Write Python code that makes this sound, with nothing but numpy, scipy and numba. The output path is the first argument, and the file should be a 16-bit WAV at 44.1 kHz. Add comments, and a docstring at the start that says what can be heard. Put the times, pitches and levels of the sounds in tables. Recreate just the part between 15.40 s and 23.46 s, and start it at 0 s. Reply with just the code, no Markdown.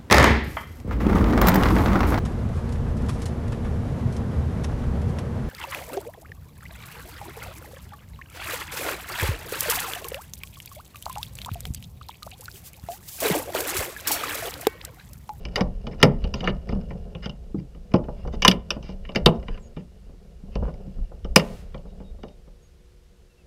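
"""Pop rivet in a steel drum

A hand riveter, heard close, sets a rivet in a drum's rim. Impacts of jaws and levers excite the modes of
the tool and of the sheet, until the mandrel snaps. Between blows the tool rubs and rocks the drum.
A small room reverberates, a motor hums, thin whistles sound far off, and the loudest cracks overload."""
import sys
import numpy as np
from scipy import signal
from scipy.fft import rfft, irfft, next_fast_len
from scipy.io import wavfile
from numba import njit

SR = 44100
rng = np.random.default_rng(int(sys.argv[2]) if len(sys.argv) > 2 else 0)


def generate_wav(signal):
    """Clip the signal to [-1, 1] and save it as 16-bit WAV at the path in sys.argv[1]."""
    frames = np.transpose(np.atleast_2d(signal))
    scaled = np.clip(frames, -1, 1) * 32767
    pcm = np.round(scaled).astype(np.int16)
    wavfile.write(sys.argv[1], SR, pcm)


N = 355519
TIME = np.arange(N) / SR
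RING = np.arange(int(.6 * SR)) / SR  # t/s within one event

# Contacts of jaws, levers and mandrel over four squeezes:
# t/s, click level/dB, brightness/dB, mid-mode ping/dB, chatter T60/s, drum boom/dB, clang over boom/dB
CONTACTS = [ (.051, -38, 1, 2.5, 0.0012, -38.5, -6.5), (0.084, -52.5, -0.5, -2.5, 0.012, -48, -7),
            (0.1576, -21, 1, -2, 0.0014, -36, 3), (0.207, -28.5, -0.5, -3.5, 0.0037, -19, -6),
            (0.468, -40, -2.5, 0.5, 0.0067, -32.5, -5), (.53, -57, -8.5, -6.5, 0.0089, -41.5, -5),
            (0.545, -58.5, -1, -3, 0.0027, -50, -5.5), (0.601, -42, -1.5, -3, 0.0095, -40, -5.5),
            (0.614, -38.5, 0.5, -2, 0.0059, -34.5, -5.5), (.628, -8.5, -1, -1, 0.0076, -14, 1.5),
            (.84, -42.5, 3.5, 4, 0.0204, -32, -5.5), (.939, -31, 2.5, 0.5, 0.0078, -30, -8),
            (1.0053, -38.5, -2, 6, 0.00355, -32.5, -11), (1.041, -45.5, 2, 11, 0.0061, -31.5, -4.5),
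            (1.074, -29.5, -10, -7.5, 0.00074, -27, 0.5), (1.091, -48, -0.5, 10.5, .03, -28, -8.5),
            (1.29, -41.5, -2.5, -6, 0.0148, -32, -5), (1.322, -50.5, 2.5, 2, 0.0082, -25.5, -8),
            (1.41, -57, 1, -2.5, 0.0056, -39, -11.5), (1.506, -50.5, -8, -3, 0.0114, -37.5, -4.5),
            (1.7495, -54, -6, 12.5, 0.001, -34.5, -7.5), (1.857, -38.5, 2, 0, .012, -30.5, -7.5),
            (1.894, -44, 2, 5, 0.00215, -39.5, -13.5), (2.347, -60.5, -4, 3, 0.0119, -46.5, -8.5),
            (2.516, -53, -4.5, 2.5, .005, -48.5, -4), (2.538, -30, -3.5, 1, 0.008, -14, -5),
            (2.558, -50.5, 6, 6, .012, -32, -4.5), (2.639, -58.5, -4, 3, 0.035, -46, -5),
            (2.873, -49, -2, -1, 0.015, -35.5, -2.5), (3.0206, -23, 1.5, 1, 0.045, -33, -2),
            (3.0485, -10, -2.5, -0.5, 0.0058, -26, 2), (3.079, -8, 5, 1, 0.00356, -11.5, -6.5),
            (3.113, -18.5, 1, 1, 0.00077, -34.5, -1), (3.3045, -23, 3.5, 1.5, 0.00704, -43, 8),
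            (3.426, -55, 4.5, 5.5, 0.011, -47, -1.5), (3.488, -55.5, -3, 3, .0037, -35.5, -7),
            (3.65, -57.5, -13.5, 13.5, 0.05, -53.5, -6), (3.69, -49, -7, 11, 0.00324, -40, -1),
            (3.717, -56.5, 4, 1, .003, -46.5, -6), (3.749, -35, -2, -6, 0.0123, -39.5, 5),
            (3.7575, -22.5, -0.5, 1, 0.0011, -23.5, -3.5), (3.8594, -13, 5, -0.5, 0.002, -12, -1),
            (4.027, -55.5, -4, 2.5, 0.00314, -46.5, -6), (4.082, -47, -10, 9, 0.0079, -36, -4.5),
            (4.143, -60.5, -6, 12.5, 0.0076, -50, 0), (4.175, -51.5, -5.5, 3, 0.017, -52.5, -1),
            (4.365, -55.5, -3, 4, 0.066, -32.5, -9.5), (5.1535, -43, 1.5, 1, 0.0086, -29.5, -3),
            (5.339, -57.5, 0.5, -2, 0.00494, -48, -6), (5.845, -48.5, 0, 1.5, 0.0051, -36.5, -1.5),
            (5.9598, -4.5, 2.5, -2.5, 0.008, -10.5, -1), (5.995, -26, -1, 0, 0.0068, -46, 8.5),
            (6.344, -48, -5.5, -2.5, .0012, -38, -1.5), (6.377, -63, 5, 3.5, 0.0039, -52.5, -6.5),
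            (6.599, -65, -5.5, 2.5, 0.00344, -43, -3.5), (6.8325, -48, -2.5, 1.5, .0012, -39.5, 1),
            (6.882, -61.5, 4.5, 3.5, 0.0031, -72.5, -13.5)]
# Normal modes of the tool before grip damping: f/Hz, level/dB, T60/s
TOOL_MODES = [(1009.4, -2.5, .08), (1226, -6.5, .066), (1386.5, -3, .07), (1822.8, -4, 0.087),
              (2062, -2, .04), (2315.5, 0, 0.062), (2444, -3.5, .04), (2758.7, 0, .08), (2863, 2, .08),
              (2952, 2, .08), (3417, -12, 0.078), (3700, -7.5, .04), (3850, -12, .03), (4580, -3, .05),
              (4860, -1.5, .045), (5050, -2, .05), (5270, -2, .05), (5935, -5, .03), (6480, -13.5, .04)]
# Normal modes of the drum before the tool damps it: f/Hz, level/dB, T60/s
DRUM_MODES = [(112.7, -9, .8), (139, -3.5, .86), (165, -3, 0.73), (188, 2.5, .36), (211.8, 0, .08),
              (238, -8, .22), (298, -11, .38), (348, -11, .3), (392, -8, 0.17), (434, -1, 0.21),
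              (489, 1, 0.25), (539, -0.5, .27), (591, -3, .28), (660, -1, .1), (712, -4, .08),
              (834, -5, .17), (1020, -16, .1), (1055, -13.5, .12), (1095, -18, .1), (1235, -13, .1)]


def undb(db):
    """Amplitude ratio of a level in decibels."""
    return 10 ** (np.asarray(db) / 20)


def level(x, db, size=None):
    """RMS normalisation: the first `size` samples, or all, take the given level."""
    return x * undb(db) / np.sqrt(np.mean(x[:size] ** 2) + 1e-18)


def unit(x):
    """Normalisation to unit energy."""
    return x / (np.linalg.norm(x) + 1e-12)


def band(x, lo_hz, hi_hz, order=3):
    """Causal band-pass filtering."""
    return signal.sosfilt(signal.butter(order, [lo_hz, hi_hz], "band", fs=SR, output="sos"), x)


def colour(x, points):
    """Spectral shaping by a curve through points of f/Hz, gain/dB."""
    hz, db = np.transpose(points)
    size = next_fast_len(len(x))
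    f = np.fft.rfftfreq(size, 1 / SR) + 1
    gain = undb(np.interp(np.log(f), np.log(hz), db))
    return irfft(rfft(x, size) * gain, size)[:len(x)]


def fade(t60_s):
    """Exponential decay, 60 dB in t60_s."""
    return np.exp(-np.log(1000) * RING / t60_s)


def burst(t60_s):
    """Modal overlap: countless close modes die together as decaying noise."""
    return rng.standard_normal(len(RING)) * fade(t60_s)


def ring(modes, scatter_db, detune):
    """Modal superposition: each point of contact weights and detunes the damped modes differently."""
    out = 0
    for (hz, db, t60), (weight, shift, polarity) in zip(modes, rng.standard_normal((len(modes), 3))):
        phase = 2 * np.pi * hz * (1 + detune * shift) * RING
        out = out + np.sign(polarity) * undb(db + scatter_db * weight) * fade(t60) * np.sin(phase)
    return out


def add(track, s, sound):
    """Linear superposition of a sound onto a track from time s."""
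    i = int(s * SR)
    track[i:i + len(sound)] += sound[:N - i]


def swell(length_s):
    """Flat-topped envelope with cosine tapers."""
    return signal.windows.tukey(int(length_s * SR), .5)


def strokes(table):
    """Force envelope: smooth swells from rows of t/s, duration/s, level/dB."""
    force = np.zeros(N)
    for s, length_s, db in table:
        add(force, s, undb(db) * swell(length_s))
    return force


def grains(per_s, spread_db, size=N):
    """Stick-slip as shot noise: random impulses of uneven strength."""
    strength = undb(spread_db * np.minimum(rng.exponential(size=size), 4))
    return (rng.random(size) < per_s / SR) * strength * rng.standard_normal(size)


def jerks(per_s, spread_db):
    """Random amplitude modulation: a gain that lurches from level to level."""
    knots = np.arange(0, TIME[-1] + 1, 1 / per_s)
    lurches = np.clip(rng.standard_normal(len(knots)), -2, 1.5)
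    return undb(spread_db * np.interp(TIME, knots, lurches))


def background(air_db=-56.5):
    """Ambient noise: the line spectrum of a distant motor over the continuous spectrum of still air."""
    # Partials of the motor: f/Hz, level/dB
    partials = [(145.3, -68.5), (290.7, -77), (360.7, -69.5), (479.1, -73)]
    # Spectrum of the air: f/Hz, relative density/dB
    air_spectrum = [(18, -20.5), (30, 4), (66, 1.5), (102, -11.5), (307, -31), (359, -13.5), (420, -22),
                    (479, -11.5), (532, -23.5), (606, -28.5), (673, -26), (4910, -31), (12900, -40.5),
                    (15500, -49)]
    hum = sum(level(np.sin(2 * np.pi * (hz * TIME + rng.random())), db) for hz, db in partials)
    return hum + level(colour(rng.standard_normal(N), air_spectrum), air_db)


def shell(x, t60_s=.017):
    """Structure-borne sound: what passes through the tool's shell takes on its resonances."""
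    response = (ring(TOOL_MODES, 0, detune=0) * fade(t60_s))[:int(.03 * SR)]
    return signal.fftconvolve(x, unit(response))[:len(x)]


def tool_ring(crack_db=0, tail_db=-14, direct_db=-4, grip_t60_s=.1):
    """Impulse response of the tool: hand-damped modes and a crack, direct and through the shell."""
    onset = int(.008 * SR)
    modes = ring(TOOL_MODES, 1.5, detune=.01) * fade(grip_t60_s)
    crack = level(burst(t60_s=.022), crack_db, onset) + undb(tail_db) * burst(t60_s=.084)
    return level(modes, 0, onset) + shell(crack) + undb(direct_db) * crack


def handling(rock_db=2, rock_exponent=.8384):
    """Forced vibration: hand pressure sways the drum and drives friction at the nosepiece and joints."""
    # Sway resonances of the whole drum: f/Hz, bandwidth/Hz, relative level/dB
    sway_modes = [(27.2, 3, -1), (38.7, 8.5, -5), (58.3, 8.4, -1.5), (85.5, 51, -8.5)]
    # Bearing of the hands on the drum: t/s, relative level/dB
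    hand_pressure = [(0, -40), (.5, -45), (.85, -35.5), (1.2, -42), (1.7, -44), (2.15, -53.5),
                     (2.49, -51.5), (2.74, -45), (3.05, -40), (3.46, -51), (3.95, -39), (4.2, -49.5),
                     (4.55, -55), (4.99, -56), (5.23, -43), (5.7, -50.5), (6.05, -46), (6.35, -47.5),
                     (7.3, -63.5), (8.06, -67)]
    # Shoves that rock the drum: t/s, duration/s, level/dB
    shoves = [(.21, 0.125, -30.5), (.8, 0.09, -29.5), (1.28, 0.164, -28), (2.83, 0.091, -31.5),
              (3.8, 0.117, -30.5), (4.1, 0.078, -35.5), (5.14, 0.15, -23), (5.56, 0.114, -30.5),
              (5.82, 0.1264, -28.5), (6.55, 0.269, -49)]
    pressure = undb(np.interp(TIME, *np.transpose(hand_pressure)))
    sway = np.zeros(N)
    for hz, width_hz, db in sway_modes:
        edge_ratio = np.exp(width_hz / hz / 2)
        sway += level(band(rng.standard_normal(N), hz / edge_ratio, hz * edge_ratio, order=1), db)
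    sheet_ring = level(ring(DRUM_MODES, 1, detune=.006), 0)
    sheet_ring += level(band(burst(t60_s=.08), 80, 900, order=1), 2)
    sheet = signal.fftconvolve(grains(per_s=240, spread_db=3), sheet_ring)[:N]
    joints = signal.fftconvolve(grains(per_s=450, spread_db=-.5), tool_ring() * fade(.02))[:N]
    rumble = level(band(sheet, 85, 280), -1)
    rub = level(band(sheet, 370, 720, order=2), -6.5)
    rasp = level(band(joints, 600, 4300, order=1), -24)
    singing = level(band(rng.standard_normal(N), 2795, 2985, order=2), -34)  # the tool's main resonance
    friction = pressure * jerks(per_s=14, spread_db=3) * (rumble + rub + rasp + singing)
    rocking = undb(rock_db) * pressure ** rock_exponent + strokes(shoves)
    return rocking * level(band(sway, 2.7, 84), 0) + friction


def riveter(chatter_db=-2, rattle_db=-14.5, rise_s=.00058):
    """Impact excitation: each contact taps and chatters on the tool, and its loose parts rattle."""
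    out, onset = np.zeros(N), int(.008 * SR)
    for s, db, brightness_db, ping_db, chatter_s, _, _ in CONTACTS:
        force = undb(chatter_db) * unit(burst(max(chatter_s, .001))[:onset * 5])
        force[0] += 1  # the first impact
        tap = unit(signal.fftconvolve(tool_ring(), force)[:len(RING)])
        shaking = grains(per_s=3500, spread_db=4, size=len(RING)) * fade(t60_s=.096)
        rattle = unit(band(shell(shaking), 1100, 3100, order=1))
        hit = (tap + undb(rattle_db) * rattle) * (1 - np.exp(-RING / rise_s))
        bright_db = db + brightness_db - 5  # brightness tips the ring from low modes to high
        body = level(band(hit, 850, 2500), db - brightness_db, onset)
        ping = level(band(hit, 2500, 3200, order=2), db + ping_db, onset)
        bright = level(band(hit, 3500, 6400, order=5), bright_db, onset)
        edge_db = bright_db - 13.5 + .44 * db  # the sharp edge grows faster than the ring
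        crack = burst(t60_s=.015) + undb(-15) * burst(t60_s=.11)
        edge = level(band(crack, 6300, 13500, order=2), edge_db, onset)
        add(out, s, body + ping + bright + edge)
    return out


def drum(lag_s=.0015, dent_hz=192, knock_db=-9.5):
    """Damped plate vibration: the struck sheet dents, springs back and rings until the tool damps it."""
    # Bumps of the nosepiece on the sheet: t/s, boom level/dB, clang over boom/dB
    bumps = [(.641, -12, -9), (.66, -21.5, -6.5), (.695, -21, -22), (1.356, -28, -15.5),
             (2.143, -25.5, -18), (2.185, -38, -19.5), (2.586, -30.5, -9), (2.683, -33.5, -0.5),
             (2.848, -35, -3.5), (2.933, -33.5, -4), (3.097, -16.5, -14), (3.363, -33, -7),
             (3.883, -15.5, -4.5), (4.69, -47.5, -10), (4.734, -49, -13), (5.034, -40.5, -21),
             (5.222, -32.5, -1), (5.276, -35.5, -3.5), (5.475, -35.5, -25), (5.583, -40, -13),
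             (5.715, -47, 1), (6.451, -44, -5.5), (6.784, -53.5, -1.5), (7.074, -52.5, -3)]
    out, onset = np.zeros(N), int(.025 * SR)
    thumps = [(s + lag_s, db, hardness_db) for s, *_, db, hardness_db in CONTACTS]
    for s, boom_db, hardness_db in thumps + bumps:
        clang_db = boom_db + hardness_db
        dent = level(np.sin(2 * np.pi * dent_hz * RING) * fade(t60_s=.024), 1, onset)
        modes = level(ring(DRUM_MODES, 1, detune=.012), 0, onset)
        thud = level(band(burst(t60_s=.1), 120, 720, order=1), -1.5, onset)
        rise_s = .00105 * undb(-.1 * clang_db)  # weak blows rise more slowly
        damping = fade(t60_s=.13 + .0071 * abs(boom_db))  # and ring longer
        hit = (dent + modes + thud) * (1 - np.exp(-RING / rise_s)) * damping
        boom = level(band(hit, 66, 270), boom_db, onset)
        clang = level(band(hit, 370, 880), clang_db, onset)
        knock = level(band(hit * fade(.19), 920, 1300, order=2), clang_db + knock_db, onset)
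        add(out, s, boom + clang + knock)
    return out


def room(x, wet_db=-22.5, t60_s=.26, build_s=.01):
    """Reverberation: convolution with the short, dull, diffuse response of a small workshop."""
    echo = band(burst(t60_s), 110, 950, order=2) * (1 - np.exp(-RING / build_s))
    return undb(wet_db) * signal.fftconvolve(x, unit(echo))[:N]


def scrapes():
    """Stick-slip friction: micro-slips tick the tool as the jaws slide and grind the sheet in a drag."""
    # Slides of the jaws on the mandrel: t/s, duration/s, level/dB
    slides = [(0.17, 0.0184, -37.5), (0.508, 0.026, -52), (0.578, 0.076, -54), (0.812, 0.051, -58),
              (0.941, 0.094, -52), (1.03, 0.0925, -43), (1.286, 0.049, -54), (1.82, 0.0596, -42),
              (2.178, 0.03, -59), (2.756, 0.116, -61.5), (2.921, 0.0424, -49.5), (3.333, 0.0458, -56.5),
              (3.413, 0.1364, -53), (3.622, 0.108, -62.5), (4.052, 0.1406, -57.5), (4.354, .07, -61),
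              (5.112, 0.075, -58)]
    # Drags of the nosepiece over the sheet: t/s, duration/s, level/dB
    drags = [(.165, 0.065, -27.5), (1.025, 0.044, -32), (2.68, 0.015, -50), (5.222, 0.093, -44)]
    out = np.zeros(N)
    for s, length_s, db in slides:
        slips = grains(per_s=5000, spread_db=1, size=len(RING))
        ticks = signal.fftconvolve(slips, tool_ring(crack_db=3) * fade(.068))[:len(RING)]
        grit = band(band(ticks, 610, 6300, order=4), 650, 3800, order=1)
        envelope = swell(length_s)
        add(out, s, level(grit, db)[:len(envelope)] * envelope)
    groan = level(band(grains(per_s=2100, spread_db=0), 330, 900, order=2), 0)
    return out + strokes(drags) * groan


def whistles(waver=.003):
    """Frequency modulation: faint, nearly pure tones sag in pitch and waver a little."""
    # Distant notes, probably of birds: t/s, duration/s, f/Hz, glide/(Hz/s), level/dB
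    notes = [(4.191, 0.0506, 7620, -500, -69), (4.214, 0.079, 6705, -500, -64),
             (6.47, 0.0786, 3775, -200, -74.5), (6.63, 0.091, 3776, -400, -67),
             (6.769, 0.211, 3755, -200, -72.5), (7.212, 0.069, 6626, -500, -69),
             (7.889, .05, 2796, -4000, -70.5), (7.969, 0.0593, 2780, -4000, -68)]
    out = np.zeros(N)
    for s, length_s, hz, glide, db in notes:
        wobble = level(band(rng.standard_normal(len(RING)), 20, 120, order=1), 0)
        pitch_hz = (hz + glide * RING) * (1 + waver * wobble)
        tone = level(np.sin(2 * np.pi * np.cumsum(pitch_hz) / SR), db)
        envelope = swell(length_s)
        add(out, s, tone[:len(envelope)] * envelope)
    return out


def snap(break_s=5.9595, hiss_s=.275):
    """Fracture: the mandrel breaks with a crunch, and the released sheet shivers on."""
    out, onset = np.zeros(N), int(.02 * SR)
    # A faint, even hiss hangs on for a quarter second, then stops.
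    hiss = level(burst(t60_s=1.6) / (1 + (RING / hiss_s) ** 20), -43.5, onset)
    crunch = level(burst(t60_s=.085), -16, onset)
    shiver = level(band(burst(t60_s=1.2), 120, 1100, order=1), -44, onset)
    taper = np.cos(np.pi / 2 * RING / RING[-1])
    add(out, break_s, band(crunch + hiss, 500, 5000, order=1) + shiver * taper)
    return out


def scene():
    """Superposition of all sources in one channel; blows and scrapes also excite the room."""
    blows = riveter() + drum() + scrapes()
    return (blows + room(blows) + snap() + handling() + background() + whistles())[None]


@njit
def follow(x, attack, release):
    """Envelope detection: rectification and smoothing with separate rates of rise and fall."""
    out, envelope = np.empty(len(x)), 0.
    for i in range(len(x)):
        rate = attack if abs(x[i]) > envelope else release
        envelope += (abs(x[i]) - envelope) * rate
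        out[i] = envelope
    return out


def record(dry, threshold=.4344, attack_s=.0058, release_s=.45, ceiling=.9, top_hz=15600):
    """Limiting and saturation: the loudest cracks duck the gain and clip; a low-pass cuts the top."""
    envelope = follow(dry[0], 1 / (attack_s * SR), 1 / (release_s * SR))
    limited = dry * np.minimum(1, threshold / (envelope + 1e-9))
    clipped = limited / (1 + (limited / ceiling) ** 8) ** (1 / 8)
    return signal.sosfiltfilt(signal.ellip(8, .1, 50, top_hz, fs=SR, output="sos"), clipped)


dry = scene()
out = record(dry)
generate_wav(out)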